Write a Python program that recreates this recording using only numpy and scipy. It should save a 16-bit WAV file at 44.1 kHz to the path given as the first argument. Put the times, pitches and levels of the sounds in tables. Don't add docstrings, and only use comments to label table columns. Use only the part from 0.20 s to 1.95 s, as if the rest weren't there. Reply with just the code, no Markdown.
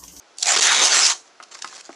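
import sys
import numpy as np
from scipy import signal
from scipy.fft import rfft, irfft, next_fast_len
from scipy.io import wavfile
from scipy.ndimage import uniform_filter1d, map_coordinates

SR = 44100
rng = np.random.default_rng(int(sys.argv[2]) if len(sys.argv) > 2 else 0)


def bounce(signal):
    frames = np.transpose(np.atleast_2d(signal))
    limited = np.clip(frames, -1, 1)
    pcm = np.round(limited * 32767).astype(np.int16)
    wavfile.write(sys.argv[1], SR, pcm)


N = 77175
T = np.arange(N) / SR
LOW_SPLIT_HZ, HIGH_SPLIT_HZ = 926, 3250
FRAME = 256


def amp(db):
    return 10 ** (np.asarray(db) / 20)


def unit(x):
    return x / np.sqrt(np.mean(x ** 2) + 1e-20)


def along(points, hz):
    f, v = np.transpose(points)
    return np.interp(np.log(hz + 1), np.log(f + 1), v)


def level(points):
    s, db = np.transpose(points)
    inside = (T >= s[0]) * (T <= s[-1])
    return amp(np.interp(T, s, db)) * inside


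def filtered(x, gain):
    m = 2 * next_fast_len(N)
    hz = np.fft.rfftfreq(m, 1 / SR)
    cepstrum = irfft(np.log(np.maximum(gain(hz), 1e-6)), m)
    cepstrum[1:m // 2] *= 2
    cepstrum[m // 2 + 1:] = 0
    response = np.exp(rfft(cepstrum))
    return irfft(rfft(x, m) * response, m)[..., :N]


def coloured(x, colour):
    return filtered(x, lambda hz: amp(along(colour, hz)))


def bands(x, colour, order=8):
    def below(hz, edge):
        return 1 / (1 + (hz / edge) ** order)

    shares = [
        lambda hz: below(hz, LOW_SPLIT_HZ),
        lambda hz: below(hz, HIGH_SPLIT_HZ) * (1 - below(hz, LOW_SPLIT_HZ)),
        lambda hz: 1 - below(hz, HIGH_SPLIT_HZ)]
    return [filtered(x, lambda hz: amp(along(colour, hz)) * np.sqrt(share(hz))) for share in shares]


def steady(x, size=700):
    power = uniform_filter1d(uniform_filter1d(x ** 2, size), size)
    return x / np.sqrt(np.abs(power) + np.mean(x ** 2) / 1000)


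def wobble(rate):
    return map_coordinates(rng.standard_normal(N // 8), [T * rate], mode="wrap")


def cracks(times, sizes, ring_s, ring_db, size=400):
    decay = amp(-60 * np.arange(size) / SR / ring_s)
    ring = rng.standard_normal((len(times), size)) * decay
    ring *= amp(ring_db) / np.linalg.norm(ring, axis=1, keepdims=True)
    ring[:, 0] += rng.choice([-1, 1], len(times))
    at = (np.asarray(times) * SR).astype(int)[:, None] + np.arange(size)
    return np.bincount(at.ravel(), (ring * sizes[:, None]).ravel(), N + size)[:N]


def crackle(rate, spread_db, ring_s, ring_db):
    sizes = amp(spread_db * np.clip(rng.standard_normal(N), -2, 2))
    hit = rng.random(N) < rate / SR
    return cracks(T[hit], sizes[hit], ring_s, ring_db)


def rip():
    # time in seconds, level in dB.
    treble = [(.17, -53.5), (.225, -33.5), (.25, -32.5), (.29, -22), (.315, -22), (.335, -22.5),
              (.365, -19), (.395, -19.5), (.425, -16.5), (.47, -17.5), (.49, -22), (.53, -18.5),
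              (.6, -21.5), (.65, -14.5), (.672, -17), (.69, -22.5), (.75, -17), (.83, -19.5), (.866, -14.5),
              (.878, -20), (.916, -20), (.93, -29.5), (.97, -80)]
    middle = [(.2, -72), (.245, -38.5), (.295, -20.5), (.33, -25.5), (.365, -18), (.4, -25.5), (.45, -20),
              (.52, -19.5), (.57, -23.5), (.595, -21), (.69, -25), (.76, -21), (.81, -25.5), (.835, -24),
              (.92, -28), (.945, -49)]
    bass = [(.21, -61), (.25, -49.5), (.29, -43), (.37, -35.5), (.44, -33), (.47, -33.5), (.55, -38.5),
            (.6, -30.5), (.66, -31), (.7, -36.5), (.76, -33), (.83, -38), (.92, -44), (.96, -47)]
    # time in seconds, fibres per second.
    fibre_rate = [(.18, 702), (.27, 2590), (.41, 2400), (.5, 3200), (.65, 4000), (.9, 3200)]
    # frequency in Hz, relative gain in dB.
    paper_colour = [(30, -32), (130, -29), (200, -21.5), (360, -9.5), (520, -11), (740, -5), (1260, -2.5),
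                    (1900, 1), (2500, -0.5), (3500, 0.5), (5000, 0.5), (6400, 5), (7400, -0.5),
                    (8600, -7.5), (10400, -17.5)]
    # centre time in seconds, half length in seconds, frequency in Hz, width in Hz, level in dB.
    flap = [(0.301, 0.052, 734, 130, -29), (0.306, .035, 7200, 1200, -20.5),
            (0.378, 0.026, 392, 146, -33.5), (0.526, 0.026, 1404, 350, -22.5),
            (0.551, 0.12, 3714, 600, -24), (0.66, .025, 6293, 600, -19.5), (0.723, 0.015, 4509, 400, -19),
            (0.791, 0.056, 7520, 500, -23), (0.799, .025, 1330, 300, -24), (0.851, 0.028, 5166, 646, -15),
            (0.911, 0.0079, 4160, 500, -23), (0.907, 0.021, 1100, 300, -32)]
    # centre time in seconds, length in seconds, depth in dB.
    catches = [(0.3173, 0.0031, 9), (.359, 0.0069, 11), (0.382, 0.012, 8.5), (0.4043, 0.0064, 30),
               (0.848, 0.0023, 11)]
    flutter_db, flutter_rate = 0.65, 260

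    rate = np.interp(T, *np.transpose(fibre_rate))
    fibres = crackle(rate, spread_db=2, ring_s=.005, ring_db=-1)
    fibres = fibres * amp(flutter_db * wobble(flutter_rate))
    curves = (bass, middle, treble)
    sheet = sum(level(curve) * steady(band) for curve, band in zip(curves, bands(fibres, paper_colour)))

    for s, half, centre_hz, width, db in flap:
        drive = fibres * rng.standard_normal(N)
        ring = filtered(drive, lambda hz: 1 / (1 + (2 * (hz - centre_hz) / width) ** 2))
        swell = np.exp(-((T - s) / half) ** 2)
        sheet = sheet + amp(db) * swell * steady(ring)

    stall_db = sum(depth * np.exp(-(2 * (T - s) / length) ** 4) for s, length, depth in catches)
    return sheet * amp(-stall_db)


def snaps(ring_s=.012, ring_db=6, thin_per_db=1.1, full_db=-13):
    # time in seconds, level in dB (the energy as an rms over 2 ms).
    snap_events = [(.1851, -26), (.198, -33), (0.2046, -31.5), (0.208, -36), (.2137, -30), (.2265, -13.5),
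                   (.2299, -11), (0.258, -18), (.2695, -14.5), (.284, -15.5), (.2884, -19), (.3215, -14),
                   (.3665, -18.5), (.3737, -13.5), (.3863, -16.5), (.409, -22), (.4285, -14), (.4708, -16),
                   (0.563, -18.5), (.5935, -16), (.7595, -16), (.8665, -12), (.8995, -15.5)]
    # frequency in Hz, relative gain in dB.
    snap_colour = [(150, -36), (700, -14), (2000, -10), (4600, 9), (7300, 5.5), (8800, -5.5), (10500, -12)]
    out = np.zeros(N)
    for s, db in snap_events:
        thin_db = thin_per_db * min(db - full_db, 0)

        def gain(hz):
            low_share = 1 / (1 + (hz / HIGH_SPLIT_HZ) ** 4)
            return amp(along(snap_colour, hz) + thin_db * low_share)

        crack = filtered(cracks([s], np.ones(1), ring_s, ring_db), gain)
        out += amp(db) * crack / np.linalg.norm(crack) * np.sqrt(.002 * SR)
    return out


def rustle():
    # time in seconds, level in dB.
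    rustle_level = [(1.0, -80), (1.07, -52.5), (1.12, -74), (1.31, -59), (1.318, -39), (1.335, -45),
                    (1.351, -34.5), (1.362, -49.5), (1.392, -41.5), (1.404, -54.5), (1.44, -46.5),
                    (1.49, -46), (1.505, -44.5), (1.548, -42.5), (1.558, -38), (1.58, -42), (1.612, -43.5),
                    (1.62, -67), (1.655, -43), (1.69, -55.5), (1.75, -51.5)]
    # frequency in Hz, relative gain in dB.
    rustle_colour = [(60, -22), (300, -9.5), (1200, 2), (2800, -0.5), (5500, 5), (7300, 3), (8800, -11),
                     (10500, -16)]
    grains = crackle(2000, spread_db=3, ring_s=.006, ring_db=4)
    return level(rustle_level) * steady(coloured(grains, rustle_colour))


def crinkles(t60=0.011):
    # time in seconds, level in dB, lead-in time constant of the envelope in seconds.
    pops = [(1.227, -34, 0.00019), (1.2378, -36, .004), (1.318, -46, 0.00046), (1.391, -38.5, .003),
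            (1.424, -21, 0.0021), (1.4467, -27, 0.00078), (1.476, -30, 0.0012), (1.488, -40.5, .002),
            (1.611, -37, 0.0037), (1.729, -39.5, .001)]
    # frequency in Hz, relative gain in dB.
    crinkle_colour = [(100, -27), (400, -16), (1100, -14.5), (1600, -1), (2100, -16), (2600, 3), (3400, -3),
                      (4300, 2), (5600, 3.5), (7400, -0.5), (8800, -12.5), (10500, -17)]
    envelope = np.zeros(N)
    for s, db, lead_in in pops:
        decay = amp(db - 60 * np.maximum(T - s, 0) / t60)
        envelope += decay * np.exp(np.minimum(T - s, 0) / lead_in)
    return envelope * steady(coloured(rng.standard_normal(N), crinkle_colour), size=130)


def knocks(attack_s=.0004, rough=.5):
    # time in seconds, level in dB, frequency in Hz around which the case rings most.
    strikes = [(1.201, -31.5, 1240), (1.208, -35.5, 1250), (1.228, -40, 990), (1.352, -32.5, 1550),
               (1.4447, -21, 1430), (1.458, -35, 1210), (1.526, -35.5, 1100), (1.6925, -30, 670),
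               (1.695, -40.5, 298), (1.7029, -36.5, 1200), (1.7285, -39.5, 1900)]
    # frequency in Hz, relative level in dB, 60 dB decay time in seconds.
    case_modes = [(265, 6.5, 0.049), (342, 4, 0.072), (573, -10, 0.05), (651, 0, 0.033), (757, -5.5, 0.08),
                  (1095, -3, 0.046), (1249, 0, 0.048), (1353, 2, 0.018), (1615, -1, 0.028),
                  (1870, -2, 0.017), (2056, 5.5, 0.023), (2770, 5, 0.019), (3800, -2, 0.0085)]
    contact_db_per_octave = 13
    case_low_hz = 217

    out = np.zeros(N + SR)
    t = np.arange(SR // 10) / SR
    hz, mode_db, t60 = np.transpose(case_modes)[:, :, None]
    attack = 1 - np.exp(-t / attack_s)
    for s, db, centre_hz in strikes:
        weight = amp(mode_db - contact_db_per_octave * np.abs(np.log2(hz / centre_hz)))
        steps = rng.standard_normal((len(case_modes), len(t)))
        drift = rough * np.cumsum(steps, axis=1) * np.sqrt(hz / SR)
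        sign = rng.choice([-1, 1], hz.shape)
        ring = sign * np.sin(2 * np.pi * hz * t + drift) * amp(-60 * t / t60)
        knock = attack * (weight * ring).sum(0) / np.linalg.norm(weight)
        out[int(s * SR):][:len(t)] += amp(db) * np.sqrt(2) * knock
    return filtered(out[:N], lambda f: f ** 2 / np.hypot(f ** 2, case_low_hz ** 2))


def patchy(x):
    patch_db, patch_hz, patch_s = 2.46, 259.3, .025
    hz, t, z = signal.stft(x, SR, nperseg=FRAME)
    grid = np.meshgrid(hz / patch_hz, t / patch_s, indexing="ij")
    field = map_coordinates(rng.standard_normal((128, 256)), grid, mode="wrap")
    return signal.istft(z * unit(amp(patch_db * field)), SR, nperseg=FRAME)[1][:N]


def room(x):
    # frequency in Hz, 60 dB decay time in seconds.
    room_t60 = [(200, 0.41), (1500, 0.19), (6000, 0.24), (10000, 0.28)]
    room_db, wall_delay_s = -10.5, .004
    hz, t, z = signal.stft(rng.standard_normal(SR // 2), SR, nperseg=FRAME)
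    decay = amp(-60 * t / along(room_t60, hz)[:, None])
    tail = signal.istft(z * decay, SR, nperseg=FRAME)[1]
    tail = np.pad(tail / np.linalg.norm(tail), (int(wall_delay_s * SR), 0))
    return amp(room_db) * signal.fftconvolve(x, tail)[:N]


def room_noise():
    # frequency in Hz, relative gain in dB.
    floor_colour = [(30, -42), (100, -30), (200, -22), (280, -11.5), (355, -6), (430, -7.5), (520, -10),
                    (690, -4.5), (900, -8.5), (1150, -10), (1300, -7), (1740, -12), (3000, -15.5),
                    (6100, -16.5), (8000, -26.5), (10400, -39.5)]
    return amp(-54.5) * unit(coloured(rng.standard_normal(N), floor_colour))


def ports(mid):
    # frequency in Hz, level in dB relative to the common sound.
    lean = [(30, -22), (150, -40), (3200, -79), (4300, -26.5), (6300, -20.5), (7500, -10.5), (8400, -4),
            (9500, -24), (10500, -19)]
    # frequency in Hz, level in dB relative to the common sound.
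    scatter = [(30, -12.5), (120, -26), (500, -47), (3000, -82), (5000, -19.5), (7000, -15), (8200, -14),
               (9200, 9.5), (10500, -4)]
    hz, _, z = signal.stft(mid, SR, nperseg=FRAME)
    unrelated = np.sqrt(2) * np.exp(2j * np.pi * rng.random(z.shape))
    z = z * (amp(along(scatter, hz))[:, None] * unrelated - amp(along(lean, hz))[:, None])
    side = signal.istft(z, SR, nperseg=FRAME)[1][:N]
    return np.array([mid + side, mid - side])


def port_hiss():
    # frequency in Hz, relative gain in dB.
    hiss_colour = [(18, -55), (30, -17.5), (307, -0.5), (373, 1.5), (624, -4), (4000, -13.5), (5240, -11),
                   (9200, -22), (10400, -27), (13500, -60), (22000, -120)]
    return amp(-68) * unit(coloured(rng.standard_normal((2, N)), hiss_colour))


def scene():
    near = patchy(rip() + rustle()) + snaps() + crinkles() + knocks()
    return ports(near + room(near) + room_noise()) + port_hiss()


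def record(dry):
    top_hz = 10550
    m = next_fast_len(N + SR // 4)
    passed = np.fft.rfftfreq(m, 1 / SR) < top_hz
    return irfft(rfft(np.clip(dry, -1, 1), m) * passed, m)[:, :N]


dry = scene()
out = record(dry)
bounce(out)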